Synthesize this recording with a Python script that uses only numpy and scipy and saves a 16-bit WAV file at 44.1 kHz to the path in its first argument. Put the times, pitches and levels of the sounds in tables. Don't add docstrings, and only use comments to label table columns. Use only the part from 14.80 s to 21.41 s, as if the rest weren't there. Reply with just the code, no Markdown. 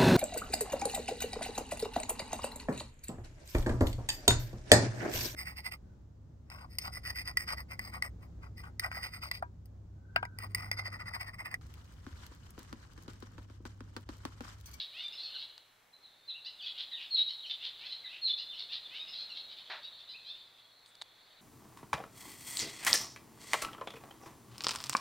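import sys
import numpy as np
from scipy import signal
from scipy.fft import rfft, irfft, next_fast_len
from scipy.io import wavfile
from scipy.ndimage import map_coordinates

SR = 44100
rng = np.random.default_rng(int(sys.argv[2]) if len(sys.argv) > 2 else 0)


def to_wav(s):
    ch = np.atleast_2d(s).T
    pcm = np.round(np.clip(ch, -1, 1) * 32767)
    wavfile.write(sys.argv[1], SR, pcm.astype(np.int16))


N = 291501


def amp(db):
    return 10 ** (np.asarray(db) / 20)


def unit(x):
    return x / np.sqrt(np.mean(x ** 2) + 1e-20)


def along(points, hz):
    point_hz, value = np.transpose(points)
    return np.interp(np.log(hz + 1), np.log(point_hz + 1), value)


def curves(rows):
    s, *columns = np.transpose(rows)
    return [np.interp(np.arange(N) / SR, s, column) for column in columns]


def wobble(rate, size):
    knots = rng.standard_normal(size=1024)
    return map_coordinates(knots, [np.arange(size) * rate / SR], mode="mirror")


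def filtered(x, response):
    n = x.shape[-1]
    m = next_fast_len(n + SR // 20)
    spectrum = rfft(x, m) * response(np.fft.rfftfreq(m, 1 / SR))
    return irfft(spectrum, m)[..., :n]


def noise(spectrum):
    return unit(filtered(rng.standard_normal(N), lambda hz: amp(along(spectrum, hz))))


def add(track, s, sound):
    i = round(s * SR)
    part = sound[max(-i, 0):max(N - i, 0)]
    track[max(i, 0):max(i, 0) + len(part)] += part


def swell(u, edge):
    return np.abs(np.sin(np.pi * u ** 1.2)) ** edge


PURE_NOTES = { "slur": [(0.002, .052, 4020, 3830, 3450, 1)], "sigh": [(0, 0.0383, 2400, 2030, 1820, -1)],
              "lilt": [(0.0046, 0.035, 2330, 2530, 2630, 3.5)], "call": [(0, .05, 4390, 4274, 4225, -4),
              (.029, .04, 4322, 4167, 3710, 3.5)], "pip": [(0.0033, 0.032, 3840, 3850, 3850, 1.5)],
              "buzz": [(.006, .04, 2742, 3040, 3470, -6.5)],
              "drop": [(0.0059, 0.041, 3350, 2980, 2650, 1.5)],
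              "tsip": [(0.0032, 0.0255, 4200, 4060, 4140, 1)]}
REEDY_NOTES = { "slur": [(.008, .045, 676, 611, 2980, -17, .8)],
               "chur": [(.003, .062, 424.7, 534, 2940, 1.5, .85)],
               "call": [(.06, .05, 558.5, 600, 3650, -9, 1)],
               "buzz": [(0, 0.042, 905, 1090, 4300, 1.5, 0.7)],
               "drop": [(.028, .04, 1420, 1311, 4760, -3, 0.58)],
               "rasp": [(0.0015, 0.0422, 490, 440, 3560, -1, 0.87)],
               "zip": [(0, .05, 680, 862.4, 3040, -8.5, .3), (.028, .052, 442.1, 571.2, 3580, 1.5, 0.89)],
               "mew": [(0, .075, 570, 745, 2760, 0.5, .2)],
               "peep": [(0.00036, 0.0824, 760, 930, 3770, -1.5, 0.13)],
               "nasal": [(0.001, .045, 690, 790, 3560, 1.5, 0.61)],
               "whine": [(0, .055, 660, 784.3, 3240, -0.5, 0.6), (.048, 0.053, 1191, 1233, 3520, 2, 0.12)],
               "chatter": [(0, .04, 690, 735, 3080, -7, .55), (.008, .035, 1272, 1310, 4950, -6.5, 0.37),
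               (.056, .058, 660, 705, 4080, 0, .5), (.11, 0.0521, 849, 873, 4200, 1, 0.47),
               (.222, .038, 1505, 1348, 3440, -3, 0.21), (.272, .055, 525, 575, 3650, -1.5, .45)]}
# start_s, syllable, pitch_ratio, relative_level_db
SONG = [ (-.05, "zip", 1.08, -41), (.129, "mew", 1.0, -49), (.178, "whine", .99, -44),
        (.314, "chatter", 1.01, -45.5), (.372, "tsip", 1.0, -46.5), (.533, "sigh", .77, -63),
        (.537, "sigh", 1.5, -47.5), (0.548, "tsip", 1.02, -45), (1.125, "tsip", 1.0, -59.5),
        (1.22, "slur", 1.06, -59), (1.472, "slur", 1.034, -42.5), (1.536, "lilt", 1.09, -54),
        (1.646, "buzz", 0.95, -46), (1.781, "drop", 1.11, -49.5), (1.817, "nasal", 1.18, -49.5),
        (1.824, "lilt", 1.04, -55), (1.852, "pip", 0.86, -43.5), (1.855, "rasp", 1.1, -41),
        (1.948, "zip", 0.97, -42.5), (1.99, "pip", 0.86, -46), (2.108, "slur", 1, -42.5),
        (2.11, "sigh", 0.94, -58.5), (2.155, "sigh", 1.46, -50), (2.186, "lilt", 1.01, -55.5),
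        (2.186, "chur", 1.1, -48), (2.303, "call", 1.0, -32.5), (2.37, "pip", 1.0, -29),
        (2.476, "buzz", 1.0, -45), (2.621, "drop", 1.035, -48.5), (2.69, "rasp", 0.95, -38.5),
        (2.695, "pip", 0.93, -41), (2.798, "zip", 0.93, -41.5), (2.978, "nasal", 1.018, -54),
        (3.0, "mew", 0.74, -52.5), (3.042, "nasal", 1.13, -47), (3.098, "nasal", 1.38, -44.5),
        (3.11, "pip", 1.06, -45.5), (3.23, "sigh", 0.99, -56), (3.232, "slur", 1.01, -48),
        (3.28, "mew", 1.05, -53), (3.317, "lilt", 1.03, -55), (3.322, "chur", 0.9, -54),
        (3.413, "call", 0.99, -34), (3.488, "pip", 0.92, -34), (3.574, "buzz", 0.94, -45),
        (3.684, "pip", 0.93, -47), (3.706, "drop", 1, -52.5), (3.748, "zip", 1.4, -44),
        (3.886, "zip", 1.17, -40.5), (4.044, "pip", 0.91, -51), (4.1, "mew", .81, -51),
        (4.138, "whine", 1.03, -46), (4.271, "chatter", .985, -43.5), (4.503, "tsip", 1.02, -46.5),
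        (4.589, "tsip", 1.03, -49), (4.688, "nasal", 1.02, -51.5), (4.762, "nasal", 0.81, -53),
        (4.845, "nasal", 0.86, -59), (5.026, "buzz", .9, -54), (5.031, "pip", 0.99, -46.5),
        (5.18, "nasal", 1.18, -56.5), (5.282, "nasal", 1.35, -50), (5.3, "pip", 1.25, -62),
        (5.329, "lilt", 1.006, -55.5), (5.442, "peep", 1.0, -48), (5.49, "pip", 0.93, -48),
        (5.537, "nasal", 1.0, -58), (5.764, "nasal", 0.9358, -63), (5.835, "pip", 0.86, -63.5)]
THROAT_FOLLOWS = 0.24


def near_birds():
    pure, reedy = np.zeros(N), np.zeros(N)
    for s, syllable, ratio, db in SONG:
        for delay, length, start, middle, end, note_db in PURE_NOTES.get(syllable, []):
            note = whistle(length, ratio * start, ratio * middle, ratio * end, waver=0.025, edge=0.85)
            add(pure, s + delay, amp(db + note_db) * note)
        for delay, length, start, end, throat_hz, note_db, rough in REEDY_NOTES.get(syllable, []):
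            sung_throat_hz = throat_hz * ratio ** THROAT_FOLLOWS
            note = twitter(length, ratio * start, ratio * end, sung_throat_hz, rough,
                           width_hz=326, jitter=0.0531, flutter_db=5.5)
            add(reedy, s + delay, amp(db + note_db) * note)
    return amp(0.33) * pure + amp(0.24) * reedy


def whistle(length, start, middle, end, waver, edge):
    u = np.linspace(0, 1, int(length * SR))
    hz = start * (1 - u) * (1 - 2 * u) + middle * 2 * u * (2 - 2 * u) + end * u * (2 * u - 1)
    unsteady = (waver + .16 * abs(np.log(end / start))) * u
    warbled_hz = hz * (1 + unsteady * wobble(510, len(u)))
    phase = 2 * np.pi * np.cumsum(warbled_hz) / SR
    tone = np.sin(phase) + amp(-56.0) * np.sin(2 * phase)
    return unit(swell(u, edge) * tone)


# frequency_hz, gain_db
BEAK = [(500, -18), (1500, -10.5), (2500, -3.5), (4200, 4.5), (4800, -1.5), (5500, -9), (6500, -20),
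        (8000, -49.5), (12000, -61)]


def twitter(length, start, end, throat_hz, rough, width_hz, jitter, flutter_db):
    u = np.linspace(0, 1, int(length * SR))
    glide = start + (end - start) * u
    pitch = glide * (1 + (0.0082 + jitter * rough) * wobble(449.6, len(u)))
    harmonic = np.arange(1, 19)[:, None]
    resonance_hz = throat_hz * (glide / glide.mean()) ** 0.28
    gain = 1 / np.sqrt(1 + ((harmonic * glide - resonance_hz) / width_hz) ** 2)
    cycles = harmonic * np.cumsum(pitch) / SR + rng.random(harmonic.shape)
    voice = (gain * np.sin(2 * np.pi * cycles)).sum(0)
    flutter = amp(flutter_db * rough * wobble(389, len(u)))
    return unit(filtered(voice * flutter * swell(u, 0.56), lambda hz: amp(along(BEAK, hz))))


def far_chirps(count=420):
    flock = np.zeros(N)
    for i, (when, pitch, glide, size) in enumerate(rng.standard_normal((count, 4))):
        hz = 3900 * np.exp(.085 * pitch)
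        start, end = hz * (1 + 0.0622 * glide), hz * (1 - 0.08 * glide)
        chirp = whistle(.035, start, hz, end, waver=0.041, edge=0.69)
        s = max(i + 0.35 * when, 0) / count * N / SR
        add(flock, s, amp(1.3 * size) * chirp)
    return unit(flock)


# time_s, level_db
FLOCK = [(0, -65), (.6, -46), (.8, -87), (1.1, -84), (1.3, -66.5), (5.5, -55), (5.75, -66), (6.61, -63)]


def far_birds():
    echoing = yard(far_chirps(), walls_db=-27.5, tail_db=-15.5)
    return amp(curves(FLOCK)[0]) * unit(echoing)


# frequency_hz, t60_s
YARD = [(300, 0.25), (2000, 0.85), (4000, 0.9), (7000, 0.12), (14000, .2)]


def yard(x, walls_db, tail_db):
    hz, t, grain = signal.stft(rng.standard_normal(SR), SR, nperseg=256)
    walls = amp(walls_db) * np.exp(-((t - .022) / .018) ** 2)
    decay = amp(tail_db - 60 * t / along(YARD, hz)[:, None])
    tail = decay * (1 - np.exp(-t / 0.0041))
    echoes = signal.istft(grain * (walls + tail), SR, nperseg=256)[1]
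    mixed = x + signal.fftconvolve(x, echoes)[:N]
    return mixed / np.sqrt(1 + np.sum(echoes ** 2))


# frequency_hz, relative_spectrum_level_db
CLAP = [(88, -58), (150, -31), (247, -44), (402, -5), (489, -15.5), (614, 4), (672, -5), (938, 3),
        (1040, -2.5), (1550, 4), (2970, -2), (3900, 5), (5610, -19), (7290, -38), (12300, -120)]


def clap(attack=.0006, s=4.899, db=-42.0, fade=0.053, crack_db=0, tail_db=-19):
    t = np.maximum(np.arange(N) / SR - s, 0)
    burst = np.exp(-(t / fade) ** 2 / 2)
    crack = amp(crack_db - 60 * t / 0.002)
    tail = amp(tail_db - 60 * t / 1.2)
    onset = 1 - np.exp(-t / attack)
    return amp(db) * onset * (burst + crack + tail) * noise(CLAP)


# start_s, length_s, level_db
TICKS = [(0.241, 0.0029, -56), (0.282, 0.0023945, -50.5), (.779, 0.0023, -46), (6.059, 0.006, -56),
         (6.152, .0035, -53.5), (6.209, 0.022, -53.5), (6.2142, 0.0033, -39.5), (6.2188, 0.0036, -40.5)]
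# frequency_hz, relative_level_db
CASE = [(300, -22), (700, 12.5), (2500, -1.5), (4000, 8.5), (5500, -11), (9000, -13.5), (12000, -35),
        (15500, -24)]
KNOCK_DB, BODY_DB, BODY_GROWS = -27, 4.5, 1.3


def handling():
    track = np.zeros(N)
    for s, length, db in TICKS:
        u = np.linspace(0, 1, int(length * SR))
        body_db = BODY_DB + BODY_GROWS * min(db - KNOCK_DB, 0)

        def case_response(hz):
            return amp(along(CASE, hz) + body_db / (1 + (hz / 2200) ** 4))

        grit = filtered(rng.standard_normal(size=2048), case_response)
        add(track, s, amp(db) * unit(grit[:len(u)] * swell(u, 0.9735)))
    stroke = np.exp(-((np.arange(N) / SR - 6.085) / 0.023) ** 2)
    brush_colour = [(3000, -13), (6000, -3), (9000, 9), (11000, -17), (15000, -6.0)]  # (Hz, dB)
    return track + amp(-69.0) * stroke * noise(brush_colour)


# time_s, relative_hush_level_db, relative_hiss_level_db
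AIR = [(0.0, -70, -76.5), (0.55, -66.5, -76), (0.83, -72, -80), (1.44, -72, -81.5), (1.99, -68.5, -76.5),
       (2.58, -69.5, -76), (3.09, -67.5, -77.5), (3.33, -68.5, -77.5), (4.49, -66, -77),
       (5.89, -71.5, -80.5), (6.61, -69, -79.5)]
# frequency_hz, relative_spectrum_level_db
HUSH = [(25, -1.5), (60, -3.5), (200, -1.5), (350, -0.5), (650, 3.5), (1200, 2.5), (2200, 2), (4000, -7.5),
        (6000, -12.5), (10000, -31.5)]
# frequency_hz, relative_spectrum_level_db
HISS = [(2000, -30), (5000, 4), (8500, 4.5), (10500, 3.5), (15500, 3)]


def background():
    hush_db, hiss_db = curves(AIR)
    # (Hz, dB)
    width_gain = [(30, -18), (70, -11), (150, -8.5), (1000, -4.5), (4000, -6.5)]
    width = filtered(noise(HUSH), lambda hz: amp(along(width_gain, hz)))
    hush = amp(hush_db + 2.5) * (noise(HUSH) + np.array([width, -width]))
    hiss = amp(hiss_db + 7.5) * np.array([noise(HISS), noise(HISS)])
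    hum_phase = 2 * np.pi * 114 * np.arange(N) / SR + .6 * wobble(1.7, N)
    hum = amp(-84.0 + 1.4 * wobble(3.16, N)) * np.sin(hum_phase)
    return hush + hiss + hum


def scene():
    song = yard(near_birds(), walls_db=-38, tail_db=-38.5)
    return song + far_birds() + clap() + handling() + background()


TOP_HZ = 15750


def record(dry):
    return filtered(dry, lambda hz: hz < TOP_HZ)


dry = scene()
out = record(dry)
to_wav(out)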